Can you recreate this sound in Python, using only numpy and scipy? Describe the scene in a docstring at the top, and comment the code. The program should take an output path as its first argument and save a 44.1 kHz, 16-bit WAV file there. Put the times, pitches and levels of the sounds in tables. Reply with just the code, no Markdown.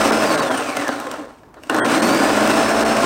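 """A countertop blender churns a thick liquid, coasts almost to a stop, and starts again with a clack.
The speed of its shaft sets the low hum, the high motor whine and the rattle of the gears. The blades
push the liquid around and fling bits against the ringing jar. Lumps knock and the liquid gulps as its
whirlpool closes. At moments the treble cuts out and thin high tones sound. Behind it all is a quiet,
tiled kitchen."""
import sys
import numpy as np
from scipy import signal
from scipy.fft import rfft, irfft
from scipy.io import wavfile
from scipy.ndimage import uniform_filter1d

SR = 44100
rng = np.random.default_rng(int(sys.argv[2]) if len(sys.argv) > 2 else 0)


def inscribe(sig):
    """Save sig as 16-bit PCM at rate SR to the path in sys.argv[1].

    A 1-D sig is mono; a 2-D sig holds one channel per row.
    Samples are clipped to [-1, 1] before scaling.
    """
    pcm = np.round(np.clip(np.atleast_2d(sig).T, -1, 1) * 32767)
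    wavfile.write(sys.argv[1], SR, pcm.astype(np.int16))


N = 134505
T = np.arange(N) / SR
FULL_SPEED = 56.1   # shaft turns per second


def from_db(db):
    """Turn decibels into a number to multiply a sound by."""
    return 10 ** (np.asarray(db) / 20)


def rms_one(x):
    """Scale a signal so that its average strength (rms) is 1."""
    return x / np.sqrt(np.mean(x ** 2) + 1e-20)


def curve(rows):
    """Join (seconds, value) points with straight lines."""
    return np.interp(T, *np.transpose(rows))


def drift(hz):
    """A smooth random wobble of about size 1; more hz makes it quicker."""
    pole = np.exp(-80 * np.pi * hz / SR)
    slow = signal.lfilter([1], [1, -2 * pole, pole * pole], rng.standard_normal(N // 40 + 2002))[2000:]
    return np.interp(np.arange(N) / 40, np.arange(len(slow)), rms_one(slow))


def colour(x, points, size=8192):
    """Make some pitches louder and others softer, following (Hz, dB) points."""
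    hz, db = np.transpose(points)
    log_hz = np.log(np.linspace(1, SR / 2, size // 2 + 1))
    gain = rms_one(from_db(np.interp(log_hz, np.log(hz), db)))
    cepstrum = irfft(np.log(gain))[:size // 2]   # keeping half makes it ring only after a hit
    cepstrum[1:] *= 2
    return signal.fftconvolve(x, irfft(np.exp(rfft(cepstrum, size))))[:N]


def grains(per_s, spread_db):
    """Tiny random hits, a few much stronger than the rest."""
    hits = rng.random(N) < per_s / SR
    signs = rng.choice([-1, 1], N)
    return rms_one(hits * signs * from_db(spread_db * np.minimum(rng.exponential(1, N), 4)))


def shaft_tones(turns, rows, flutter_db, smear):
    """Slightly unsteady tones that rise and fall with the shaft's speed."""
    out = np.zeros(N)
    for per_turn, db in rows:
        level = np.sqrt(2) * from_db(db + flutter_db * drift(14.4))
        out += level * np.sin(2 * np.pi * per_turn * turns + smear * drift(8.5))
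    return out


def chirps(rows, glide, smear):
    """Short wavering tones that swell and fade; the pitch slides by the fraction `glide`."""
    out = np.zeros(N)
    for middle, length, hz, db in rows:
        place = np.clip((T - middle) / length, -.5, .5)
        phase = 2 * np.pi * np.cumsum(hz * (1 + glide * place)) / SR + smear * drift(63)
        out += np.sqrt(2) * from_db(db) * np.cos(np.pi * place) * np.sin(phase)
    return out


# The tone of the quiet kitchen. Each row: pitch in Hz, boost or cut in dB.
ROOM_TONE = [(25, 0), (50, 3.5), (120, -0.5), (280, 0.5), (1000, -3.5), (2500, -24), (8000, -36),
             (15000, -34)]

def room_noise():
    """A faint, steady, low rush."""
    return from_db(-48) * colour(rng.standard_normal(N), ROOM_TONE)


def kitchen_echo(x, fade_s=.28):
    """Add a short wash of sound bouncing off the tiles."""
    age = T[:SR // 2]
    tail = rng.standard_normal(len(age)) * from_db(-60 * age / fade_s) * (age > .003)
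    return x + from_db(-8) * signal.fftconvolve(x, tail / np.linalg.norm(tail))[:N]


# Dips in the treble. Each row: start in seconds, end in seconds, cut in dB.
TREBLE_DIPS = [(.11, .12, -14), (.361, .376, -12), (.406, .419, -11), (.492, .505, -12), (1.8, 1.845, -52),
               (2.009, 2.02, -12), (2.839, 2.849, -10)]

def dip_treble(x, above_hz=2040):
    """The high part of the sound drops away for a few instants."""
    bass = signal.sosfiltfilt(signal.butter(12, above_hz, fs=SR, output="sos"), x)
    gain = np.ones(N)
    for start, end, db in TREBLE_DIPS:
        gain[(T > start) & (T < end)] = from_db(db)
    return bass + (x - bass) * uniform_filter1d(gain, size=130)


# Thin high tones. Each row: middle in seconds, length in seconds, pitch in Hz, level in dB.
THIN_TONES = [(.385, .09, 8450, -42), (.41, .04, 4500, -36), (.52, .16, 8550, -48), (1.825, .07, 3230, -36),
              (1.82, .06, 8300, -40), (1.825, .1, 8620, -43), (1.83, .07, 1870, -28),
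              (1.81, .06, 1500, -27)]

def thin_tones():
    """Brief thin high tones, several sounding while the treble cuts out."""
    return chirps(THIN_TONES, glide=0, smear=.52)


# Gulps. Each row: middle in seconds, length in seconds, pitch in Hz, level in dB.
GULPS = [(.797, 0.027, 273.3, -24.5), (1.07, 0.036, 1070, -31), (1.078, 0.036, 509, -28.5),
         (1.145, 0.044, 1320, -34.5), (1.205, 0.063, 293, -31.5), (1.225, 0.11, 547, -38),
         (1.275, .07, 518, -44)]

def gulps():
    """The liquid makes short falling notes as its whirlpool closes."""
    return chirps(GULPS, glide=-.15, smear=.4)


# The clack's notes. Each row: start in seconds, pitch in Hz, level in dB, seconds to fade by 60 dB.
CLACK_NOTES = [(1.697, 2760, -15.5, 0.024), (1.697, 1470, -13, 0.031)]

def drive_clack():
    """The link between motor and blades rings for an instant as it catches."""
    out = np.zeros(N)
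    for start, hz, db, fade_s in CLACK_NOTES:
        age = np.maximum(T - start, 0)
        out += from_db(db - 60 * age / fade_s) * np.sin(2 * np.pi * hz * age)
    return out


# Knocks. Each row: start in seconds, level of the thud in dB, level of the click in dB.
KNOCKS = [(0.11, -7, -45), (.405, -9, -33), (0.498, -15, -40), (0.51, -13, -39), (0.577, -19, -27),
          (.769, -13, -20.5), (0.82, -16, -34), (0.88, -31, -22.5), (0.8892, -10.5, -43),
          (0.925, -22.5, -51), (1.0, -22, -26.5), (1.069, -24, -35), (1.114, -22, -27), (1.139, -25, -38),
          (1.433, -39, -60), (1.488, -52, -64), (1.542, -37, -47), (1.635, -31, -36), (1.671, -37, -43),
          (1.697, -10, -20), (1.745, -12.5, -23), (1.764, -30, -27), (1.785, -13, -26), (2.147, -12, -21),
          (2.302, -10, -40), (2.475, -19, -19)]

def knocks(thud_fade_s=.04, click_fade_s=.02):
    """Lumps and the drive knock: two quick bursts of noise each, for a thud and a click."""
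    thuds, clicks = np.zeros((2, N))
    for start_s, thud_db, click_db in KNOCKS:
        start = int(start_s * SR)
        age = T[:min(N - start, SR // 5)]
        thuds[start:start + len(age)] += from_db(thud_db - 60 * age / thud_fade_s)
        clicks[start:start + len(age)] += from_db(click_db - 60 * age / click_fade_s)
    return thuds * rng.standard_normal(N), clicks * rng.standard_normal(N)


# The tone of a sharp tick on the jar wall. Each row: pitch in Hz, boost or cut in dB.
TICK_TONE = [(500, -19), (3000, -15.5), (5500, 4.5), (8500, -0.5), (11000, -2.5), (14000, -6.5),
             (15800, -12)]

def ticks(spray_db, clicks):
    """Hard bits snap against the jar, and the knocks get the same sharp edge."""
    level = from_db(-27.5 + .76 * spray_db)   # fades less than the spray, so lone ticks stand out
    lone_bits = level * colour(grains(per_s=45, spread_db=3.5), TICK_TONE)
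    return lone_bits + from_db(-8) * colour(clicks, TICK_TONE)


# The boom, strongest as the liquid spins up again. Each row: time in seconds, level in dB.
BOOM_LEVEL = [(0, -27), (.6, -41), (1.2, -56), (1.4, -58), (1.692, -49), (1.70, -22), (1.85, -20.5),
              (2.03, -18.5), (2.3, -25.5), (2.6, -28.5), (3.05, -46)]

def liquid_boom(hz=281, width_hz=85):
    """Soft blows from the swirling liquid ring the jar's lowest note."""
    band = signal.butter(2, [hz - width_hz / 2, hz + width_hz / 2], "band", fs=SR, output="sos")
    blows = grains(per_s=400, spread_db=3) + 1e-18
    return from_db(curve(BOOM_LEVEL)) * rms_one(signal.sosfilt(band, blows))


# The tones of the hum. Each row: vibrations per shaft turn, level in dB at full speed and load.
HUM_TONES = [(1, -43), (2, -43), (3, -43), (4, -26), (6, -36), (7, -35), (8, -34), (9, -34), (12, -25),
             (20, -38)]

def hum(turns, speed, load, magnetic_hz=120.7):
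    """Shaft, blades and gears hum louder with speed; the motor's magnetic hum keeps one pitch."""
    level = (speed / FULL_SPEED) ** 4.4 * np.sqrt(load)
    spinning = level * shaft_tones(turns, HUM_TONES, flutter_db=2, smear=.35)
    magnetic = np.sqrt(2) * from_db(-43.5) * load * np.sin(2 * np.pi * magnetic_hz * T)
    return spinning + magnetic


# The tones of the whine. Each row: vibrations per shaft turn, starting level in dB.
WHINE_TONES = [(48, -46), (96, -36.5), (192, -45), (288, -39)]
# How well the motor's case lets sound out. Each row: pitch in Hz, boost or cut in dB.
CASE_TONE = [(600, 16), (1700, 17), (2600, 3.5), (3400, 7), (4200, 6), (4800, 4.5), (5050, -6), (5250, 1),
             (5500, -6), (6500, -34), (8600, 8), (9800, -5), (10800, -10), (12300, -17), (13300, -4),
             (14600, -8), (15800, -22)]
# How the whine fades and returns. Each row: time in seconds, boost or cut in dB.
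WHINE_LEVEL = [(0, 1), (.2, 0), (.36, -2), (.48, -10.5), (.6, -3), (.9, -12.5), (1.15, -21), (1.35, -50),
               (1.55, -55), (1.88, -15), (2.05, -1.5), (3.05, -1)]

def motor_whine(turns, speed, rasp_hz=160):
    """High motor tones swell as they slide through the pitches at which the case rings."""
    whine = np.zeros(N)
    for per_turn, db in WHINE_TONES:
        case_gain = from_db(np.interp(per_turn * speed, *np.transpose(CASE_TONE)))
        whine += case_gain * shaft_tones(turns, [(per_turn, db)], flutter_db=1.5, smear=.45)
    rasp = .15 + 1.3 * np.maximum(1 - speed / FULL_SPEED, 0)   # slow, slack gears rasp more
    roughness = (1 + rasp * drift(rasp_hz)) / np.sqrt(1 + rasp ** 2)
    return whine * roughness * from_db(curve(WHINE_LEVEL))


def gear_rattle(turns, teeth=12, spread_db=2.5, slack=.3):
    """Each gear tooth clicks with its own strength; the loose fit makes time and force uneven."""
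    tooth = np.arange(int(turns[-1] * teeth))
    lateness, force = rng.standard_normal((4000, 2))[tooth].T
    hit_at = np.interp((tooth + slack * lateness) / teeth, turns, np.arange(N)).astype(int)
    signs = rng.choice([-1, 1], len(hit_at), p=[.3, .7])
    own_strength = rng.standard_normal(teeth)[tooth % teeth] / 2
    clicks = np.zeros(N)
    clicks[hit_at] = signs * from_db(spread_db * (force + own_strength))
    return rms_one(clicks / np.sqrt(np.gradient(turns)))   # same average strength at any speed


# The notes of the jar and base. Each row: pitch in Hz, relative level in dB, seconds to fade by 60 dB.
JAR_NOTES = [(279.6, 4.5, 0.037), (481, 18.5, 0.069), (673, -4, 0.027), (783, 7.5, 0.21), (1105, 1.5, 0.21),
             (1287, -1, 0.017), (1720, -45.5, 0.015)]
# The overall tone of the jar and case. Each row: pitch in Hz, boost or cut in dB.
JAR_TONE = [(25, -46.5), (70, -27), (115, -11), (160, -17.5), (220, -6.5), (290, 5), (390, -6.5), (520, 1),
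            (660, 1.5), (790, -2.5), (880, -4.5), (1080, -1.5), (1180, -6), (1400, -4), (1800, -9),
            (2300, -27), (4000, -21), (15000, -74)]
# The brighter tone of fine bits hitting the wall. Each row: pitch in Hz, boost or cut in dB.
SPRAY_TONE = [(300, -49), (1500, -12), (2100, 4), (2700, 4.5), (3500, -3.5), (4800, -3.5), (6100, -3),
              (7000, -7), (8600, -3), (9700, -12), (11300, -22), (13500, -16), (15800, -20)]

def jar(heavy_hits, fine_hits):
    """Heavy hits sound dull and make the plastic jar ring; fine hits sound bright."""
    ring = sum(from_db(db - 60 * T / fade_s) * np.sin(2 * np.pi * hz * T) for hz, db, fade_s in JAR_NOTES)
    ringing = from_db(-15) * signal.fftconvolve(heavy_hits, ring / np.linalg.norm(ring))[:N]
    return colour(heavy_hits, JAR_TONE) + ringing + colour(fine_hits, SPRAY_TONE)


def churning(turns, blades=4):
    """The liquid surges at each blade over rattling gears. 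Gives the churn and the fine spray."""
    rattle = gear_rattle(turns)
    blade_push_db = 1.48 * np.cos(2 * np.pi * blades * turns) + .5 * np.cos(2 * np.pi * turns)
    surge = rms_one(from_db(blade_push_db + 1.75 * drift(23.3)))
    liquid = surge * grains(per_s=5000, spread_db=3.5)
    crackle = from_db(-8) * grains(per_s=1500, spread_db=2.5)
    hiss = from_db(-1.5) * rng.standard_normal(N)
    churn = from_db(-5.5) * rattle + from_db(-3.5) * liquid
    spray = surge * (crackle + hiss) + from_db(-14.5) * rattle
    return churn, spray


# How fast the blades spin. Each row: time in seconds, turns per second.
SHAFT_SPEED = [(0, 53.9), (.1, 54.7), (.21, 54.6), (.37, 42.8), (.52, 34.0), (.66, 26.2), (.86, 18.6),
               (.94, 14.8), (1.48, 2), (1.55, 21), (1.82, 33.6), (1.95, 42), (2.03, 44.9), (2.2, 49.9),
               (2.32, 52), (2.52, 54.3), (2.75, 55.7), (3.05, 56.3)]
# How loud the churning and rattling are. 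Each row: time in seconds, relative level in dB.
CHURN_LEVEL = [(0, -14.5), (.15, -16.5), (.4, -18.5), (.55, -20), (.69, -24), (.79, -23.5), (1.0, -28.5),
               (1.21, -33.5), (1.31, -41.5), (1.41, -58), (1.52, -69), (1.575, -40.5), (1.615, -55),
               (1.692, -46.5), (1.699, -20), (1.8, -17), (2.2, -15.5), (3.05, -16.5)]
# How loud the bright spray is. Each row: time in seconds, relative level in dB.
SPRAY_LEVEL = [(0, -25), (.2, -26), (.5, -31), (.8, -33), (1.0, -42), (1.15, -43.5), (1.3, -56),
               (1.42, -64), (1.53, -74), (1.62, -59), (1.692, -51), (1.70, -40), (1.76, -34), (1.88, -27.5),
               (2.15, -25.5), (3.05, -26.5)]

def blender():
    """One shaft slows and speeds up again, driving the churning, the hum and the whine."""
    speed = curve(SHAFT_SPEED) * (1 + .002 * drift(8))
    turns = np.cumsum(speed) / SR
    churn_db, spray_db = curve(CHURN_LEVEL), curve(SPRAY_LEVEL)
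    load = from_db(churn_db - churn_db.max())   # how hard the motor works, up to 1
    churn, spray = churning(turns)
    thuds, clicks = knocks()
    low_hum = hum(turns, speed, load)
    jar_sound = jar(from_db(churn_db) * churn + thuds, from_db(spray_db) * spray + clicks)
    clatter = kitchen_echo(jar_sound + drive_clack() + ticks(spray_db, clicks))
    clatter_and_whine = dip_treble(clatter + motor_whine(turns, speed))
    return clatter_and_whine + low_hum + liquid_boom() + thin_tones() + gulps()


def scene():
    """The blender in the quiet kitchen, as one channel."""
    return (blender() + room_noise())[None]


def record(dry, low_cut_hz=39, high_cut_hz=15850):
    """The microphone loses the deep bass, rounds off the peaks and cuts the highest treble."""
    out = signal.sosfilt(signal.butter(3, low_cut_hz, "high", fs=SR, output="sos"), dry)
    out = 1.2 * np.tanh(out / 1.2)
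    return signal.sosfilt(signal.ellip(12, .1, 80, high_cut_hz, fs=SR, output="sos"), out)


dry = scene()
out = record(dry)
inscribe(out)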